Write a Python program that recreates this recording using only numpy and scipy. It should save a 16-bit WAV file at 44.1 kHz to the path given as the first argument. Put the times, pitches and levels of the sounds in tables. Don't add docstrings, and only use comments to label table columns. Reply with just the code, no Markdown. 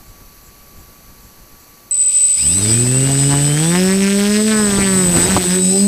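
import sys
import numpy as np
from scipy import signal
from scipy.fft import rfft, irfft, next_fast_len
from scipy.io import wavfile
from scipy.ndimage import uniform_filter1d, map_coordinates

SR = 44100
rng = np.random.default_rng(int(sys.argv[2]) if len(sys.argv) > 2 else 0)


def invert_db(level):
    return 10 ** (np.asarray(level, dtype=float) / 20)


def dump(signal):
    limited = np.clip(np.atleast_2d(signal).T, -1, 1)
    pcm = np.round(limited * 32767).astype(np.int16)
    wavfile.write(sys.argv[1], SR, pcm)


N = 258867
T = np.arange(N) / SR

# f/Hz, density/dB
HISS = [(60, 5), (240, 5.5), (600, 0), (2000, -5), (2350, -4), (3500, -11.5), (4500, -1), (5200, -10),
        (5800, -2), (7500, -8), (9300, -13), (12000, 1.5), (13600, -11.5), (15300, -8.5)]
# f/Hz, level/dB
HUM = [(1147, -63), (4587, -84), (6105, -73), (6858, -103), (7547, -91), (7838, -71), (10040, -75),
       (11380, -101), (12005, -66)]
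# t/s, level/dB
CHIRPS = [(.08, -62), (.46, -57), (.8, -61), (1.25, -61), (1.62, -61)]
# f/Hz, density/dB
CHIRP_SPECTRUM = [(6400, -40), (6850, 1), (7200, -14), (7550, 1), (7900, -3), (8300, -40)]
# t/s, gain/dB
GAIN = [(1.91, 6), (2.2, 7.5), (2.45, 8.5), (3, -16)]

# t/s, level/dB
GUSTS = [(0, -48.5), (1.55, -49.5), (1.65, -55), (2.3, -53), (2.45, -36.5), (3.7, -34.5), (4.45, -40.5),
         (4.58, -31.5), (5.2, -27.5), (5.37, -22.5), (5.39, -31.5), (5.48, -38), (5.6, -38.5),
         (5.87, -37.5)]
# t/s, level over the flow/dB, half length/s
PUFFS = [(0, 13.5, .03), (.11, 8, 0.028), (.21, 8, .025), (.49, 8, 0.022), (.7, 3, 0.032),
         (.81, 8.5, 0.061), (.92, 6, 0.035), (1.1, 8, .04), (1.24, 5, 0.033), (1.41, 7, .03),
         (1.53, 4, 0.027), (2.7, 5, 0.081), (2.86, 4, .03), (3.11, 7, 0.045), (3.39, 2.5, 0.16),
         (4.77, 3, 0.048), (4.88, -6, .04), (5.0, -5, 0.053), (5.17, 5.5, 0.048), (5.235, 4, 0.012),
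         (5.26, 4.5, .008), (5.275, 0, 0.011), (5.37, -4, 0.016), (5.41, 4, 0.034)]
# f/Hz, density/dB
BREEZE = [(15, -2), (45, -1.5), (100, -9), (200, -14), (500, -30), (2000, -42)]
# f/Hz, density/dB
DOWNWASH = [(15, -20), (40, -7), (90, -3.5), (300, -9.5), (700, -15.5), (2000, -27.5), (6000, -36)]
# t/s, peak level/dB, low level/dB, ring f/Hz
KNOCKS = [(3.338, -20.5, -1, 1190), (3.369, -41, -12, 1190), (4.788, -29, 16, 1190), (5.093, -25, -20, 600),
          (5.168, -27, -8, 600), (5.257, -21, -7, 1190), (5.279, -17, -10, 645.6), (5.365, -4, -25, 1000),
          (5.3615, -13, -12, 600), (5.372, -11, -14, 800), (5.378, -14, -8, 300), (5.2, -27, 0, 399.5),
          (5.233, -25, -4, 500), (5.44, -20, -30, 746)]
# f/Hz, density/dB
KNOCK_SHARP = [(150, -18), (500, 1.0), (1600, -6.5), (2200, -37)]
KNOCK_DULL = [(20, -17), (80, -7.5), (400, -9.5), (900, -73)]
RUSTLE_DB, SPIKE_DB = -7.5, 5
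KNOCK_CYCLES = .62

# t/s, blade-pass f/Hz
START = [(1.91, 1.4), (1.933, 2.75), (1.934, 3.7), (1.946, 3.7), (1.947, 3.27), (1.9605, 3.27),
         (1.9615, 4.85), (1.9705, 4.85), (1.9795, 5.75), (1.988, 5.5), (1.996, 6.4), (2.0, 7), (2.02, 7.6),
         (2.05, 9.5), (2.1, 12.3), (2.2, 22), (2.3, 36), (2.36, 46)]
# t/s, blade-pass f/Hz, thump level/dB
ROTOR = [(2.42, 63.4, -30.5), (2.51, 86, -25.5), (2.63, 103.7, -20.5), (2.78, 118.5, -17),
         (2.98, 131.3, -16), (3.07, 135.7, -16), (3.381, 142.5, -15.5), (3.55, 147.7, -16),
         (3.79, 183, -14), (3.97, 194, -14.5), (4.21, 201.5, -14.5), (4.499, 218.4, -14.5),
         (4.601, 213, -14.5), (4.72, 198.5, -17.5), (4.8, 197, -17), (5.001, 186, -15.5),
         (5.18, 167.5, -19), (5.32, 193, -18.5), (5.45, 177, -21), (5.57, 185, -16.5), (5.67, 184.4, -17.5),
         (5.87, 204.4, -13.5)]
INERTIA_S = .05
LAG, LEAD = .95, .5
# t/s, blade-pass f/Hz, level/dB
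OTHER = [(4.7, 125, -29), (4.85, 120, -31.5), (4.95, 132, -30), (5.05, 150, -26), (5.15, 165, -32),
         (5.25, 170, -50)]

# t/s, whine level/dB
DRIVE = [(1.93, -13), (2.25, -14), (2.42, -14.5), (2.8, -16), (2.92, -19), (3.18, -18), (3.68, -22),
         (4.06, -27), (4.27, -28), (4.5, -21.5), (4.89, -19.5), (5.28, -21), (5.4, -22.5), (5.72, -14),
         (5.87, -20.5)]
# t/s, level/dB, half length/s
SURGES = [(1.925, -2.5, .01), (1.953, 7, .004), (1.967, -2.5, .008), (2.0, 0.5, .03), (2.16, 2.5, 0.067),
          (2.24, -0.5, 0.023), (3.15, -1.5, 0.022), (3.27, 2, 0.019), (3.33, 3.5, .02), (4.17, 1, 0.067),
          (4.8, -1, 0.013), (4.99, 5, 0.05), (5.07, 4, 0.021), (5.16, 5, 0.037), (5.235, 7.5, 0.048),
          (5.27, -7, 0.011), (5.47, 3, 0.026), (5.6, -3.5, .015), (5.64, 1, 0.019), (5.74, -0.5, 0.026),
          (1.927, 1.8, .012), (1.943, 2, .004), (1.954, -2.5, .004), (1.987, -1.2, .014)]
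SWITCH_HZ = 8056.4
# offset f/Hz, level/dB, starting phase/rad
SWITCHING = [
    (0, 0, 0),
    (4.24, -12, 3.1),
    (12.42, -12.5, -1.0),
    (-17.9, -21, 0),
]
SHADOW_S, SHADOW_DB = 4.7, -8.5
COLLAPSE_S = .001
SIDEBANDS = [1, 2, 3, 4, 5, 7, 10.5, 21, -1, -2, -3, -7]
SIDEBANDS_DB = [-32, -15, -18, -36, -23, -18, -16, -18, -23, -49, -19.5, -13.5]
BUZZ_DB, BUZZ_FOLLOWS = -24.5, 0.88
INRUSH_DB, INRUSH_S = 9, 0.07
LATE_KICKS_S = [1.9105, 1.9495]
LATE_KICK = .45
# f/Hz, width/Hz, level/dB
FRAME = [(2500, 640, -1.5), (4770, 670, -0.5), (8610, 1660, 3), (4000, 330, -5)]
# order [1], start t/s, end t/s
COGGING = [(42, 2.36, 2.76), (63, 2.36, 2.45), (63, 2.5, 2.64), (31.5, 2.45, 2.57), (35, 3.03, 3.52),
           (21, 2.62, 3.52), (28, 3.74, 3.95), (21, 5.19, 5.34), (21, 4.7, 5.08), (28, 4.9, 5.13),
           (28, 5.15, 5.29), (28, 5.47, 5.57), (21, 5.5, 5.95), (28, 5.59, 5.78), (21, 4.33, 4.62),
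           (36.6, 3.08, 3.42), (21, 3.47, 3.78), (21, 3.74, 3.95)]
COGGING_DB = [-36, -40, -37, -37, -41.5, -37, -35.5, -36, -40, -43, -36, -39, -36.5, -35.5, -39, -42.5,
              -34.5, -45]
# order [1], start t/s, end t/s
FOLDED = [(21, 2.33, 2.66), (21, 2.6, 3.58), (42, 2.36, 2.6), (-21, 2.52, 2.79), (-42, 2.56, 2.8),
          (-14, 3.6, 4.76), (-7, 5.6, 5.95), (-10.5, 5.68, 5.95), (42, 2.55, 2.8), (10.5, 2.45, 4.1),
          (-14, 4.7, 5.04), (-42, 2.36, 2.48), (-21, 2.41, 2.53), (-63, 2.41, 2.49), (-7, 4.68, 5.05)]
FOLDED_DB = [-34, -44, -48, -37, -37.5, -38.5, -43, -42, -50, -44.5, -47, -40, -44, -43, -47]
# order [1], start t/s, end t/s
OCTAVE = [(-21, 2.34, 2.62)]
OCTAVE_DB = [-50]
# order [1], start t/s, end t/s
STEADY = [(0, 4.73, 4.95)]
STEADY_DB = [-36.5]
STEADY_HZ = 4580
SING_HZ, SING_WIDTH_HZ, SING_DB = 5107, 51, 8.5
# t/s, level/dB, half length/s
RATTLES = [(2.388, -29.5, .015), (2.428, -27.5, 0.019), (2.466, -29, .012), (2.53, -29.5, .022),
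           (2.632, -32, .025), (2.703, -26, 0.028), (2.757, -36, .012), (2.85, -32, 0.031),
           (5.24, -40, 0.042), (5.532, -40, 0.039), (5.699, -34, 0.043), (5.794, -28.5, .05)]
# f/Hz, density/dB
BELL = [(4400, -23), (4850, -5), (5050, 0), (5250, -10), (5600, -38)]
HALF_DB, HALF_S = -46, .028

# t/s, level/dB, half length/s
CRACKS = [
    (5.32, -28, .04),
    (5.4, -29, .04),
    (5.5, -33, .06),
]
# f/Hz, density/dB
CRACK = [(700, -27), (2000, 7), (6000, -1), (11000, -15), (15300, -14)]
# t/s, level/dB, half length/s, f/Hz
SNAPS = [(2.86, -39, 0.012, 600), (2.958, -38, 0.0094, 1100), (3.11, -35, 0.017, 650),
         (3.325, -29.5, 0.023, 851.6), (3.376, -36, 0.03, 800), (3.65, -43, .04, 800),
         (3.76, -36, .025, 800), (4.241, -38, .012, 900), (4.443, -42, 0.032, 746),
         (4.53, -38, 0.034, 1250), (4.602, -39, 0.041, 1260), (4.947, -41, 0.09, 1400),
         (3.2, -31, .02, 3700), (3.32, -34, .012, 4000), (3.77, -35, 0.024, 2900),
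         (3.925, -42, 0.032, 4103), (3.94, -39, .03, 2700), (4.02, -36, .012, 4100),
         (4.044, -33, .03, 2700), (4.11, -38, .022, 2744), (4.261, -30, 0.016, 2900),
         (4.27, -35, .02, 4200), (4.37, -30, 0.028, 4300), (4.39, -39, .012, 2800),
         (4.52, -28.5, 0.029, 3700), (4.527, -41, .02, 2609), (4.709, -29, .012, 3500),
         (4.772, -27.5, .014, 3704), (4.832, -42, 0.019, 3000), (4.863, -30, .015, 3300),
         (5.186, -46, .03, 2000), (5.53, -37, 0.048, 2120)]
SNAP_CYCLES = 1.36
# t/s, f/Hz
CORE = [(2.4, 1700), (3.73, 1600), (3.8, 2200), (3.87, 1600), (3.92, 1800), (3.96, 2400), (4.01, 1850),
        (4.06, 2150), (4.08, 1600), (4.11, 2050), (4.15, 1700), (4.21, 2000), (4.26, 1650), (4.31, 1600),
        (4.345, 2250), (4.39, 1600), (4.44, 2000), (4.55, 1600), (4.79, 1450), (4.845, 2300), (4.865, 1600),
        (5.2, 1500)]
CORE_CYCLES, CORE_LEAN = .7, .9
ECHO_S, ECHO_SWING_S, ECHO_SHARE = .0011, .00015, .35
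# t/s, level/dB
WAKE = [(2.42, -46.5), (2.66, -32.5), (3.3, -31), (3.76, -28), (4.1, -30), (4.4, -28.5), (4.7, -32.5),
        (5.0, -34.5), (5.24, -26.5), (5.38, -28), (5.54, -27), (5.63, -37.5), (5.87, -39.5)]
# t/s, level/dB, half length/s
VORTEX = [(2.7, -1, 0.18), (2.95, 2.5, 0.033), (3.05, 3, .04), (3.2, 4, 0.021), (3.235, 7.5, 0.014),
          (3.275, -10, 0.022), (3.33, 9, 0.031), (3.76, 10.5, 0.029), (3.85, 1, .012), (3.88, 5, .012),
          (3.91, 6.5, 0.016), (3.98, -4, 0.027), (4.03, 6, 0.028), (4.075, 4, 0.017), (4.11, 2, 0.019),
          (4.18, -4, .02), (4.215, 5, 0.018), (4.3, -1, .025), (4.352, 3.5, .015), (4.385, -1, 0.013),
          (4.44, -14, 0.031), (4.52, 5.5, 0.044), (4.6, 6, 0.056), (4.745, 8.5, 0.038), (4.68, 6, .04),
          (4.8, 8.5, 0.026), (4.83, 12, 0.023), (4.88, 12.5, 0.031), (4.94, 7.5, 0.025), (5.0, 11, 0.045),
          (5.27, -9, 0.022), (5.31, 10.5, 0.057), (5.367, 8, 0.0065), (5.4, -16, 0.014)]
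# t/s, share [0-1]
TIGHT = [(2.4, 0.66), (3.72, 0.6), (3.785, 0.42), (3.81, 0.7), (4.42, 0.93), (4.5, 0.92), (5.1, 0.7),
         (5.5, 0.63)]
# f/Hz, density/dB
SLAP = [(410, -51), (700, -26), (807, -10), (918, -17.5), (1620, -3), (7720, -6), (8230, -1), (8560, -2),
        (15300, -39)]
# f/Hz, density/dB
SMACK_LOW = [(400, -15), (700, 3.5), (1300, -12.5), (1700, -0.5), (2600, -19)]
# f/Hz, density/dB
SMACK_HIGH = [(1100, -6), (1700, 3), (2300, -5), (3500, 4.5), (7000, 18), (15300, -40)]
# f/Hz, density/dB
TIPS = [(6000, -35), (9500, 6.5), (15300, 3.0)]
LOW_DB, LOW_GROWS, LOW_PER_OCTAVE_DB = -36.5, 1.5, 5.5
TIP_DB, TIP_GROWS, HIGH_SHARE = -39, 0.32, 0.18
AIRBORNE_S, AIRBORNE_TIP_DB = 4.77, 3
DUCK_S, DUCK_DB, DUCK_HALF_S = 5.37, -12, .09

SLOW_HZ, SHARPER_DB = 147, 5
SECOND_DB, THIRD_DB = -7.5, -14
THIRD_FADES_DB, UPPER_FADES_DB = -9, -13
UPPER = [4, 5, 6, .5, 1.5, 2.5]
UPPER_DB = [-5, -19, -30, -19.5, -11.5, -31]
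IN_STEP = [5.17, 5.34, 5.51, 5.66, 5.851]
TWIN_FROM_S, ODD_SWING_DB, EVEN_SWING_DB = 5.24, 3, 6
# t/s, level/dB, half
# length/s
MEET = [(5.075, -3, 0.009), (5.098, 3.5, 0.011), (5.138, -3, .014), (5.2, -5.5, .03), (5.275, -7, 0.013),
        (5.342, 1.5, .015), (5.367, -9, .006), (5.458, -15, 0.0099)]
# t/s, level/dB, half length/s
MEET_OCTAVE = [(5.1, -2, .01), (5.156, 2, .01), (5.3, -9, 0.019), (5.33, 8, .015), (5.435, -11, 0.017),
               (5.46, 7, .012)]
TOP_HZ = 15380


def unit(x):
    return x / np.sqrt(np.mean(x ** 2) + 1e-20)


def along(points, hz):
    f, v = np.transpose(points)
    return np.interp(np.log(hz + 1), np.log(f + 1), v)


def curves(rows):
    s, *cols = np.transpose(rows)
    return [np.interp(T, s, c) for c in cols]


def ramp(start, length):
    return np.clip((T - start) / length, 0, 1)


def wobble(rate):
    coarse = np.arange(0, N + 32, 32) / SR
    knots = rng.standard_normal(int(N * rate / SR) + 4)
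    return np.interp(T, coarse, map_coordinates(knots, [coarse * rate]))


def bumps(rows):
    coarse = T[::16]
    total = sum(db * np.exp(-((coarse - s) / half) ** 2) for s, db, half in rows)
    return np.interp(T, coarse, total)


def bursts(rows):
    return sum(invert_db(db) * np.exp(-((T - s) / half) ** 2) for s, db, half in rows)


def filtered(x, response):
    m = next_fast_len(N + 8192)
    return irfft(rfft(x, m) * response(np.fft.rfftfreq(m, 1 / SR)), m)[:N]


def noise(spectrum):
    return unit(filtered(rng.standard_normal(N), lambda hz: invert_db(along(spectrum, hz))))


def tone(angle):
    return np.sqrt(2) * np.sin(angle)


def blade_angle():
    rate = curves(START + [row[:2] for row in ROTOR])[0] * (T > START[0][0])
    rate = np.where(T > 2.3, uniform_filter1d(rate, size=round(INERTIA_S * SR)), rate)
    return 2 * np.pi * np.cumsum(rate) / SR, rate


def background():
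    hum = sum(invert_db(db + wobble(8.6)) * tone(2 * np.pi * hz * T + 0.16 * wobble(20.0)) for hz, db in HUM)
    awake = sum(invert_db(db) * np.exp(-((T - s) / 0.032) ** 4) for s, db in CHIRPS)
    chirp = awake * noise(CHIRP_SPECTRUM)
    return invert_db(curves(GAIN)[0]) * (invert_db(-51) * noise(HISS) + hum + chirp)


def wind():
    wash = ramp(2.35, 0.15)
    breeze = unit(invert_db(1.7 * wobble(32.7)) * noise(BREEZE))
    downwash = unit(invert_db(1.5 * wobble(25) + 1.8 * wobble(70)) * noise(DOWNWASH))
    flow = (1 - wash) * breeze + invert_db(2.5) * wash * downwash
    out = invert_db(curves(GUSTS)[0] + bumps(PUFFS)) * flow
    sharp, dull = noise(KNOCK_SHARP), noise(KNOCK_DULL)
    for s, db, low_db, hz in KNOCKS:
        decay = np.where(T > s + .001, .004, .001)
        out += invert_db(db + RUSTLE_DB) * np.exp(-abs(T - s - .001) / decay) * sharp
        cycles = (T - s - .0015) * hz
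        spike = np.exp(-(cycles / KNOCK_CYCLES) ** 2) * np.cos(2 * np.pi * cycles)
        out -= invert_db(db + SPIKE_DB) * spike
        out += invert_db(db + low_db) * np.exp(-abs(T - s) / 0.01) * dull
    return out


def other_rotor():
    rate, level_db = curves(OTHER)
    angle = 2 * np.pi * np.cumsum(rate) / SR
    thump = tone(angle) + 0.45 * tone(2 * angle) + 0.19 * tone(3 * angle)
    folded = .25 * tone(2 * np.pi * SWITCH_HZ * T - 7 * angle)
    return invert_db(level_db) * (T > 4.7) * (T < 5.25) * (thump + folded)


def frame(hz):
    return sum((-1) ** k * invert_db(db) * 1j * hz * w / (c * c - hz * hz + 1j * hz * w)
               for k, (c, w, db) in enumerate(FRAME))


def bell(since, carrier):
    half_tone = invert_db(HALF_DB) * (since > 0) * np.clip((HALF_S - since) / 0.0089, 0, 1) * tone(carrier / 2)
    return bursts(RATTLES) * unit(invert_db(2 * wobble(90)) * noise(BELL)) + half_tone


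def whistles(rows, levels_db, angle, carrier):
    out = np.zeros(N)
    for (k, start, end), db in zip(rows, levels_db):
        on = (T > start) & (T < end)
        phase = (carrier + k * angle)[on]
        hz = np.gradient(phase) * SR / (2 * np.pi)
        sing_db = SING_DB * np.exp(-((hz - SING_HZ) / SING_WIDTH_HZ) ** 2)
        fade = np.clip(np.minimum(T[on] - start, end - T[on]) / .04, 0, 1)
        level = fade * invert_db(db + sing_db + 1.2 * wobble(16)[on])
        out[on] += level * tone(phase + .2 * wobble(40)[on])
    return out


def motors(angle, rate):
    since = T - START[0][0]
    whine_db = curves(DRIVE)[0] + bumps(SURGES)
    inrush_db = INRUSH_DB * np.exp(-abs(since) / INRUSH_S)
    buzz_db = BUZZ_DB + BUZZ_FOLLOWS * (whine_db + 17.5) + inrush_db
    step = 21 * angle / (2 * np.pi) % 1
    depth = .95 * np.clip((2.3 - T) / .27, 0, 1) * (21 * angle > 2 * np.pi)
    collapse = 1.35 * np.exp(-step / (21 * rate * COLLAPSE_S + 1e-9))
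    current = step - .8 - .35 * np.exp(-step / .15) + collapse
    swell = uniform_filter1d(1 + depth * current, size=24)
    carrier = 2 * np.pi * SWITCH_HZ * since + 1.2 * ramp(2.267, 0.0028)
    whine = np.zeros(N)
    for hz, db, phase in SWITCHING:
        shadow_db = (hz != 0) * SHADOW_DB * ramp(SHADOW_S, 0.071)
        drive_phase = carrier + 2 * np.pi * hz * since + phase + 0.3 * wobble(60)
        whine += invert_db(db + shadow_db + 0.18 * wobble(39)) * tone(drive_phase)
    lines = sum(invert_db(db + 2.8 * wobble(11)) * tone(carrier + k * angle + .3 * wobble(25))
                for k, db in zip(SIDEBANDS, SIDEBANDS_DB))
    glides = whistles(COGGING, COGGING_DB, angle, 0)
    glides += whistles(FOLDED, FOLDED_DB, angle, carrier)
    glides += whistles(OCTAVE, OCTAVE_DB, angle, 2 * carrier)
    glides += whistles(STEADY, STEADY_DB, angle, 2 * np.pi * STEADY_HZ * T)
    kick = np.exp(-step / np.maximum(21 * rate * 0.0006, 1e-4)) * np.clip(since / 0.075, .4, 1)
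    ticks = kick * rng.standard_normal(N)
    late = sum(np.exp(-abs(T - s) / .0006) for s in LATE_KICKS_S)
    ticks += LATE_KICK * late * rng.standard_normal(N)
    rattle = .5 * ramp(1.89, 0.32) * rng.standard_normal(N) + 0.87 * ticks
    buzz = invert_db(buzz_db) * (lines * ramp(1.95, 0.27) + invert_db(2.5) * rattle)

    def radiation(hz):
        return frame(hz) / (1 + (2100 / (hz + 1)) ** 8) / (1 + (hz / 12000) ** 6)

    direct = np.clip(since / 0.0007, 0, 1) * swell * invert_db(whine_db) * whine
    return direct + glides + bell(since, carrier) + filtered((since > 0) * buzz, radiation)


def cracks(angle):
    spike = np.exp(900 * (np.cos(angle + LEAD + .02 * wobble(120)) - 1)) * invert_db(2.5 * wobble(110))
    late = T > 5
    crack = unit(filtered(spike * late, lambda hz: invert_db(along(CRACK, hz))) * late)
    return bursts(CRACKS) * crack * np.sqrt(1 - 5 * SR / N)


def since_blade(angle, rate, jitter):
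    turn = (angle + LEAD + jitter * wobble(120) + np.pi) % (2 * np.pi) - np.pi
    return turn / (2 * np.pi * (rate + 1))


def snaps(angle, rate):
    since = since_blade(angle, rate, .01)
    out, size = np.zeros(N), invert_db(1.6 * wobble(90))
    for s, db, half, hz in SNAPS:
        on = abs(T - s) < 3 * half
        cycles, width = since[on] * hz, SNAP_CYCLES * (hz / 3000) ** .3
        envelope = np.exp(-((T[on] - s) / half) ** 2 - (cycles / width) ** 2)
        out[on] -= invert_db(db + 12) * envelope * np.cos(2 * np.pi * cycles + CORE_LEAN)
    return size * out


def core(angle, rate):
    since = since_blade(angle, rate, .015)
    hz = curves(CORE)[0] * (1 + .03 * wobble(30))

    def wavelet(s):
        return -np.exp(-(s * hz / CORE_CYCLES) ** 2) * np.cos(2 * np.pi * hz * s + CORE_LEAN)

    echo = wavelet(since + ECHO_S + ECHO_SWING_S * wobble(14))
    return unit((T > 2.35) * invert_db(1.2 * wobble(90)) * (wavelet(since) + ECHO_SHARE * echo))


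def slap(angle, rate):
    wake_db, vortex_db = curves(WAKE)[0], bumps(VORTEX)
    low_db = LOW_DB + LOW_GROWS * (wake_db + 32.0) + vortex_db
    low_db += LOW_PER_OCTAVE_DB * np.log2((rate + 1) / 150)
    high_db = wake_db + HIGH_SHARE * vortex_db + 1.0 * wobble(12)
    tip_db = TIP_DB + TIP_GROWS * (wake_db + 31.5) + 1.0 * wobble(9.1)
    tip_db += AIRBORNE_TIP_DB * ramp(AIRBORNE_S, 0.15)

    def click(scatter):
        pulse = np.exp(250 * (np.cos(angle + LEAD + scatter * wobble(120)) - 1))
        return -pulse * invert_db(1.2 * wobble(90))

    def smack(spectrum, scatter, lean):
        return unit(filtered(click(scatter), lambda hz: invert_db(along(spectrum, hz)) * np.exp(1j * lean)))

    tight = np.clip(curves(TIGHT)[0] + 0.1 * wobble(12), 0, 1)
    low = (1 - tight) * smack(SMACK_LOW, .015, CORE_LEAN) + tight * core(angle, rate)
    high = smack(SMACK_HIGH, .035, -CORE_LEAN)
    gate = 0.34 + np.exp(4 * (np.cos(angle + LEAD) - 1)) * invert_db(1.7 * wobble(70))
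    swish = unit(gate * noise(SLAP))
    tips = unit((gate + 0.11) * noise(TIPS))
    clicks = invert_db(low_db - 3.5) * low + invert_db(high_db - 6.5) * high
    clicks *= invert_db(bumps([(DUCK_S, DUCK_DB, DUCK_HALF_S)]))
    return ramp(2.35, 0.033) * (clicks + invert_db(high_db + 4.0) * swish + invert_db(tip_db + 4.0) * tips)


def rotor(angle, rate):
    level_db, octaves = curves(ROTOR)[1], np.log2((rate + 1) / SLOW_HZ)
    faster = np.clip(octaves, 0, 1)
    twin = np.cos(2 * np.pi * np.interp(T, IN_STEP + [6.05], np.arange(6))) * ramp(TWIN_FROM_S, .05)
    first_db = level_db + ODD_SWING_DB * twin + bumps(MEET)
    sharp_db = level_db + SHARPER_DB * np.clip(-octaves, 0, 1)
    second_db = sharp_db + SECOND_DB - EVEN_SWING_DB * twin + bumps(MEET_OCTAVE)
    third_db = sharp_db + THIRD_DB + THIRD_FADES_DB * faster
    upper_db = sharp_db + THIRD_DB + UPPER_FADES_DB * faster
    thump = invert_db(first_db + 0.38 * wobble(30)) * tone(angle)
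    thump += invert_db(second_db + 1.06 * wobble(15)) * tone(2 * angle - LAG)
    thump += invert_db(third_db + 2.63 * wobble(30)) * tone(3 * angle - 2 * LAG + .2 * wobble(45))
    for k, db in zip(UPPER, UPPER_DB):
        phase = k * angle - LAG * (k - 1) + 0.43 * wobble(45)
        thump += invert_db(upper_db + db + 3.7 * wobble(16)) * tone(phase)
    return ramp(2.35, 0.11) * thump


def scene():
    angle, rate = blade_angle()
    air = background() + wind()
    machine = other_rotor() + motors(angle, rate)
    blades = cracks(angle) + snaps(angle, rate) + slap(angle, rate) + rotor(angle, rate)
    return (air + machine + blades)[None]


def band_limit(x):
    return signal.sosfilt(signal.butter(12, 15570, fs=SR, output="sos"), x)


def record(dry):
    held = dry[0] / (1 + abs(dry[0]) ** 14) ** (1 / 14)
    mix = filtered(held, lambda hz: hz < TOP_HZ)[None]
    return band_limit(mix)


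dry = scene()
out = record(dry)
dump(out)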